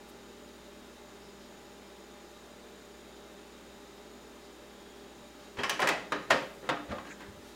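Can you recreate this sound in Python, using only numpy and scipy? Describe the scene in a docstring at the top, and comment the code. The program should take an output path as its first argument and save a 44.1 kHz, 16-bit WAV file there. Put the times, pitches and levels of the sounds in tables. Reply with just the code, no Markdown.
"""A wooden floor creaks and cracks as someone shifts their weight and steps aside in a small, echoing room.
The boards creak in small slips as they take the load, then let go in sharp cracks; soft footfalls follow.
The person holds up a glass jar slung in twine, and the twine and their clothes rustle faintly.
Behind it all, an appliance hums and whines over the rush of its fan."""
import sys
import numpy as np
from scipy import signal
from scipy.fft import rfft, irfft, next_fast_len
from scipy.io import wavfile
from scipy.ndimage import map_coordinates

SR = 44100
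rng = np.random.default_rng(int(sys.argv[2]) if len(sys.argv) > 2 else 0)


def unload_audio(sound):
    """Save the sound as a 16-bit wav file, at the path given as the first command line argument."""
    columns = np.transpose(np.atleast_2d(sound))
    # keep every value between -1 and 1, then stretch to whole-number steps
    steps = np.round(np.clip(columns, -1, 1) * 32767)
    wavfile.write(sys.argv[1], SR, steps.astype(np.int16))


N = 332955

# How long the room's echo takes to fade by 60 dB: pitch_hz, fade_s
ROOM_ECHO = [(100, 0.87), (260, 0.57), (700, 0.43), (1840, 0.43), (5000, 0.45), (14000, 0.29)]


def amp(db):
    """Turn decibels into a number to multiply by."""
    return 10 ** (np.asarray(db) / 20)


def unit(x):
    """Scale a sound to an average (rms) level of 1."""
    return x / np.sqrt(np.mean(x ** 2) + 1e-20)


def along(points, hz):
    """Read between (pitch_hz, value) points, with octaves evenly spaced."""
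    pitches, values = np.transpose(points)
    return np.interp(np.log(hz + 1), np.log(pitches + 1), values)


def wobble(rate):
    """A smooth curve through `rate` random values a second."""
    return map_coordinates(rng.standard_normal(int(N * rate / SR) + 4), [np.arange(N) * rate / SR])


def filtered(x, gain):
    """Multiply each frequency in x by gain(hz)."""
    size = next_fast_len(len(x) + SR // 4)
    return irfft(rfft(x, size) * gain(np.fft.rfftfreq(size, 1 / SR)), size)[:len(x)]


def noise(colour_db, size):
    """Noise of level 1 whose balance of low and high follows colour_db(hz)."""
    return unit(filtered(rng.standard_normal(size), lambda hz: amp(colour_db(hz))))


def fade(t, fade_s):
    """A fall of 60 dB every fade_s seconds."""
    return np.exp(-np.log(1000) * t / np.maximum(fade_s, 1e-3))


def swell(t, rise_s):
    """A smooth rise from 0 to 1 in rise_s seconds."""
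    return np.sin(np.pi / 2 * np.clip(t / max(rise_s, 1e-4), 0, 1)) ** 2


def add(track, start_s, sound):
    """Mix a sound into the track from start_s on."""
    part = track[round(start_s * SR):][:len(sound)]
    part += sound[:len(part)]


def dying(x, fade_times):
    """Let each frequency of a noise die away at its own speed."""
    hz, t, spectrum = signal.stft(x, SR, nperseg=256)
    faded = spectrum * fade(t, along(fade_times, hz)[:, None])
    return signal.istft(faded, SR, nperseg=256)[1][:len(x)]


def boost(peaks, hz):
    """How many dB a set of ringing pitches adds at hz."""
    return sum(db / (1 + (2 * (hz - centre) / width) ** 2) for centre, width, db in peaks)


def resonate(x, peaks):
    """Make x ring at the given peaks."""
    cepstrum = irfft(np.log(amp(boost(peaks, np.fft.rfftfreq(SR, 1 / SR)))))
    forward_only = 1 + np.sign(np.fft.fftfreq(SR))  # ring after the strike, never before
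    ring = irfft(np.exp(rfft(cepstrum * forward_only)))
    return signal.fftconvolve(x, ring)[:len(x)]


def appliance(fan_db=-53.0, echo_db=-8.5, waver_hz=0.8, whine_waver_hz=4.5, waver_db=1.8):
    """Nearly steady motor tones sound over fan noise coloured by the casing and the room."""
    # The fan's balance of low and high: pitch_hz, relative_db
    fan_colour = [(20, -20), (50, -17.5), (105, -18), (140, -10.5), (300, -6.5), (450, -7.5), (700, -11.5),
                  (1200, -12.5), (2000, -17.5), (3800, -20.5), (4500, -22), (8000, -26.5), (10500, -32.5),
                  (15500, -33)]
    # Where the casing rings: pitch_hz, width_hz, boost_db
    casing_rings = [(242, 22, 2.4), (299.4, 18, 4.7), (397, 81, 5), (586.6, 31, 8.7), (2400, 130, 2),
                    (3110, 50, 3.2), (3584, 59, 8.8), (3854, 47, 12), (4900, 78, 4.7), (5110, 25, 11.5),
                    (6160, 29, 11.2), (6880, 160, 7), (9080, 76, 2.9), (9540, 130, 2.7), (12030, 92, 4)]
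    # The motor's hum and whine: pitch_hz, level_db
    motor_tones = [(59.3, -62.5), (200.2, -61.5), (238.5, -61.5), (349.3, -62.5), (401, -58.5),
                   (598.3, -64.5), (761, -71), (818, -64.5), (877, -74), (1200, -73), (1558, -76),
                   (1990, -76), (2105, -76), (3220, -77), (3710, -78), (5090, -79), (6848, -75),
                   (6903, -73.5), (7018, -81), (9078, -82.5), (9368, -83.5)]
    t = np.arange(N) / SR
    fan = noise(lambda hz: along(fan_colour, hz) + boost(casing_rings, hz), size=N)
    # echoes add fine, steady peaks to the noise
    room = dying(rng.standard_normal(SR // 2), ROOM_ECHO)
    echo = signal.fftconvolve(fan, room / np.linalg.norm(room))[:N]
    fan = unit(fan + amp(echo_db) * echo)
    tones = np.zeros(N)
    for hz, db in motor_tones:
        unsteady = min(hz / 200, 1)  # the lowest tone is the steadiest
        whine = hz / 7000  # the highest ones waver most
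        drift_hz = unsteady * waver_hz * wobble(7) + whine * whine_waver_hz * wobble(30)
        flutter_db = waver_db * (unsteady * wobble(5) + whine * wobble(25))
        cycles = hz * t + np.cumsum(drift_hz) / SR + rng.random()
        tones += amp(db + flutter_db) * np.sin(2 * np.pi * cycles)
    return amp(fan_db) * fan + tones


def rustles(grain_db=1.5):
    """Fibres of twine and cloth slide and catch in short, grainy brushes."""
    # Each brush swells and fades: peak_s, level_db, spread_s, pitch_hz, spread_octaves
    brushes = [(0.095, -59.5, 0.0081, 11000, 0.3), (1.26, -68, 0.041, 5100, 0.06),
               (1.438, -63, 0.025, 4400, 0.27), (4.463, -65, 0.027, 4700, 0.15),
               (3.2, -67, 0.08, 3700, 0.035), (4.92, -67.5, 0.14, 3330, 0.022),
               (5.438, -61.5, 0.045, 2400, 0.69), (6.497, -69, 0.17, 10000, .4),
               (6.95, -76, 0.12, 11000, .5), (7.254, -75, 0.15, 11500, 0.45),
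               (7.119, -58, 0.022, 6900, 0.1), (7.116, -47, 0.011, 1860, 0.23),
               (7.249, -56, 0.037, 1690, 0.19), (7.495, -61.5, 0.058, 2500, 0.99)]
    track = np.zeros(N)
    t = np.arange(SR) / SR - .5  # one second, centred on the peak
    for peak_s, db, spread_s, pitch_hz, octaves in brushes:
        def band_db(hz):
            distance = np.log2((hz + 1) / pitch_hz) / (2 * octaves)
            return -20 * np.log10(1 + distance ** 4)

        brush = amp(db) * noise(band_db, size=SR) * np.exp(-(t / spread_s) ** 2 / 2)
        too_early = max(round((.5 - peak_s) * SR), 0)  # samples before time zero
        add(track, max(peak_s - .5, 0), brush[too_early:])
    return track * amp(grain_db * wobble(90))


def footfalls(gain_db=-2):
    """A foot settles and sets the floor swinging briefly on its beams."""
    # Soft steps: start_s, relative_db, rise_s
    steps = [(5.577, -44, 0.0086), (6.888, -47, 0.0042), (6.904, -39, 0.0061), (7.279, -46, 0.014),
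             (7.368, -51, 0.0095)]
    # The floor's low notes: pitch_hz, relative_db, fade_s
    floor_notes = [(83, 1.5, 0.24), (95, 1, 0.3), (123, -0.5, 0.14), (184, -5, 0.13), (198, 5, 0.11),
                   (240.7, -2.5, 0.29), (286, -10, 0.14)]
    track, t = np.zeros(N), np.arange(SR // 2) / SR
    thud = sum(amp(db) * fade(t, fade_s) * np.sin(2 * np.pi * hz * t) for hz, db, fade_s in floor_notes)
    for start_s, db, rise_s in steps:
        add(track, start_s, amp(db + gain_db) * swell(t, rise_s) * thud)
    return track


def slip(tilt, bass_db, rise_s, clack_db=-20, snap_db=0, room_db=-6, tilt_hz=1500, bass_hz=380):
    """One slip of the wood snaps and clacks, shakes the boards and rings on in the room."""
    # The wood's balance of low and high: pitch_hz, relative_db
    wood_colour = [(40, -38), (100, -28), (135, -10), (200, -10), (280, -6.5), (400, -4.5), (560, -5.5),
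                   (850, -6), (1800, -3), (2300, -7), (3100, -9), (4200, -12.5), (7000, -19.5),
                   (10000, -27.5), (16000, -38.5)]
    # How long the wood rings: pitch_hz, fade_s
    wood_fades = [(150, 0.34), (600, 0.09), (2000, 0.1), (5000, 0.12), (14000, 0.024)]
    t = np.arange(SR * 3 // 4) / SR

    def bass(hz):
        return 1 / (1 + (hz / bass_hz) ** 4)

    def colour_db(hz):
        treble_octaves = np.log2(1 + (hz / tilt_hz) ** 2) / 2
        return along(wood_colour, hz) + tilt * treble_octaves + bass_db * bass(hz)

    def wood_noise():
        return noise(colour_db, size=len(t))

    # the direct snap carries the treble that the room soaks up
    snap = filtered(wood_noise(), lambda hz: hz / 2600) * fade(t, fade_s=0.039)
    clack = filtered(wood_noise(), lambda hz: 1 / np.hypot(1, hz / 4000)) * fade(t, fade_s=0.037)
    body = dying(wood_noise(), wood_fades) + amp(clack_db) * clack
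    # the heavy boards take a moment to swing, so the bass comes late
    body -= filtered(body, bass) * (1 - swell(t, rise_s=0.01))
    dulled = filtered(wood_noise(), lambda hz: 1 / np.hypot(1, hz / 8500))
    echo = dying(dulled, ROOM_ECHO) * swell(t, rise_s=0.014)
    return swell(t, rise_s) * (amp(snap_db) * snap + body + amp(room_db) * echo)


def spot(rings, width_share=.09):
    """The pitches that one spot of the floor boosts or muffles."""
    return [(hz, hz * width_share, db) for hz, db in rings]


def creaks(slips=4, unevenness=0.1956, growth_db=6, ring_db=11):
    """Under a growing load the wood gives way in small, uneven slips, each stronger than the last."""
    # Runs of slips: start_s, length_s, relative_db, treble_tilt_db_per_octave, ring_hz
    runs = [(5.569, 0.038, -40, -0.5, 1030), (6.271, 0.046, -48.5, -11, 480),
            (6.624, 0.055, -48.5, -7, 512), (6.883, 0.037, -45, -3.5, 573), (7.041, .035, -51.5, 0, 1620),
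            (7.191, 0.026, -53.5, -1.5, 870)]
    track = np.zeros(N)
    for start_s, length_s, db, tilt, ring_hz in runs:
        nudges = unevenness * rng.uniform(-0.98, 1, slips)
        for progress in (np.arange(slips) + nudges) / slips:
            sound = slip(tilt, bass_db=7.5, rise_s=0.0069, snap_db=-21)
            sound = resonate(sound, spot([(ring_hz, ring_db)]))
            add(track, start_s + length_s * progress, amp(db + growth_db * progress) * sound)
    return track


def cracks(usual_db=-25, usual_rise_s=0.0027, recoil_delay_s=0.0095, recoil_db=-11):
    """The wood lets go all at once, then springs back with a dull recoil; each spot has its own ring."""
    # Sharp cracks: start_s, relative_db, treble_tilt_db_per_octave, bass_db, clack_db, snap_db,
    # rings as (pitch_hz, boost_db), where a boost below 0 muffles
    sudden_slips = [ (5.588, -41, -1.5, 2, 5, -6, [(410, 11), (935, 7), (1900, 15), (2650, 7), (3220, 20),
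                    (300, -4)]), (5.633, -28.5, 2, -9, 4.5, -18, [(1100, 11), (1740, 6.5), (2270, 10),
                    (3000, 10), (5400, 7), (4100, -5)]), (5.694, -26, 4, -14.5, -9, -3.5, [(307, 11),
                    (1700, 2), (3040, 6.5), (6010, 6), (490, -20)]),
                    (5.792, -29.5, -4.5, -18, -8, -6, [(590, 5), (770, 11), (1010, 15), (2930, 6)]),
                    (5.801, -33, 3, 5, -8, -3, [(394, 12), (1020, 8), (1300, 4), (2930, -3)]),
                    (5.817, -26, 2, -9, -16, -18, [(400, 6), (1680, 8), (1880, 9.5)]),
                    (5.824, -27, -5.5, -3, 4.5, -7, [(185.5, 11.5), (554, 10.5), (1660, 2), (1900, 4),
                    (1290, 3)]), (5.871, -24.5, -1.5, -16, -4, 3.5, [(390, 7), (640, 7), (720, 5), (790, 5),
                    (2500, 6.5)]), (5.887, -24.5, 2.5, -4.5, -2, -2.5, [(320, 8), (632, 8), (760, 6),
                    (1300, 3), (2000, 9.5), (2550, 4)]), (6.120, -27.5, -3, 1.5, -1, -0.5, [(540, -1),
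                    (1220, 8.5), (1770, 5.5), (3030, 3), (3970, 7.5), (6240, 4), (760, -11)]),
                    (6.302, -28, 0, -10, 3, -3, [(1240, 2)]),
                    (6.3054, -18.5, -0.5, -1.5, 7, -9, [(520, 4.5), (597, 5), (1044, 3), (3100, 1),
                    (390, -9), (5940, -2)]), (6.318, -28.5, -3.5, -6, 8, 0, [(835, -3), (1840, 0)]),
                    (6.689, -26, -5.5, -4, 2.5, 2.5, [(294, 9.5), (498, 6), (710, 7), (1295, 9),
                    (2880, 2.5), (3600, 7), (395, -10)]), (6.697, -34, -3, -6, 7, 0, [(2900, 2), (3550, 9),
                    (4900, 6)]), (6.917, -39, -4, 0.5, -4, -5, [(180, 13), (520, 13), (710, 15.5),
                    (1200, 11.5)]), (6.983, -44, -4.5, -14, 7.5, -8, [(1070, 8), (1740, 5), (2010, 6)]),
                    (7.206, -52, 3, -10, 3, -7, [(1000, 12), (2200, 6)])]
    track = np.zeros(N)
    for start_s, db, tilt, bass_db, clack_db, snap_db, rings in sudden_slips:
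        rise_s = usual_rise_s * amp(0.35 * (db - usual_db))  # a bigger slip takes longer
        sound = slip(tilt, bass_db, rise_s, clack_db, snap_db)
        recoil = slip(tilt=-23, bass_db=bass_db, rise_s=rise_s)
        add(sound, recoil_delay_s, amp(recoil_db) * recoil)
        add(track, start_s, amp(db) * resonate(sound, spot(rings)))
    return track


def floorboards(crack_db=-3.5, creak_db=-3):
    """Cracks and creaks ring through the same boards."""
    # Where the boards ring: pitch_hz, width_hz, boost_db
    board_rings = [(135, 20, 6), (198, 22, 7), (295, 22, 11), (400, 45, 6), (515, 45, 8), (564, 24, 5),
                   (595, 22, 5), (631, 24, 6.5), (687, 24, 6), (755, 60, 5), (835, 40, 8), (930, 40, 8),
                   (1007, 26, 5.5), (1090, 38, 7), (1215, 26, 5), (1262, 28, 6.5), (1370, 26, 7),
                   (1564, 30, 6), (1630, 28, 3), (1694, 22, 6), (1845, 50, 6.5), (1938, 30, 3),
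                   (2320, 28, 6), (2390, 35, 5), (2576, 45, 5), (2641, 28, 7.5), (2945, 70, 4),
                   (3230, 80, 3.5), (1440, 30, 3), (2050, 50, 4)]
    return resonate(amp(crack_db) * cracks() + amp(creak_db) * creaks(), board_rings)


def scene():
    """All the sources together in one channel."""
    return (appliance() + footfalls() + rustles() + floorboards())[None]


def record(dry, top_hz=15900):
    """Cut away the treble above top_hz."""
    return np.array([filtered(channel, lambda hz: hz < top_hz) for channel in dry])


dry = scene()
out = record(dry)
unload_audio(out)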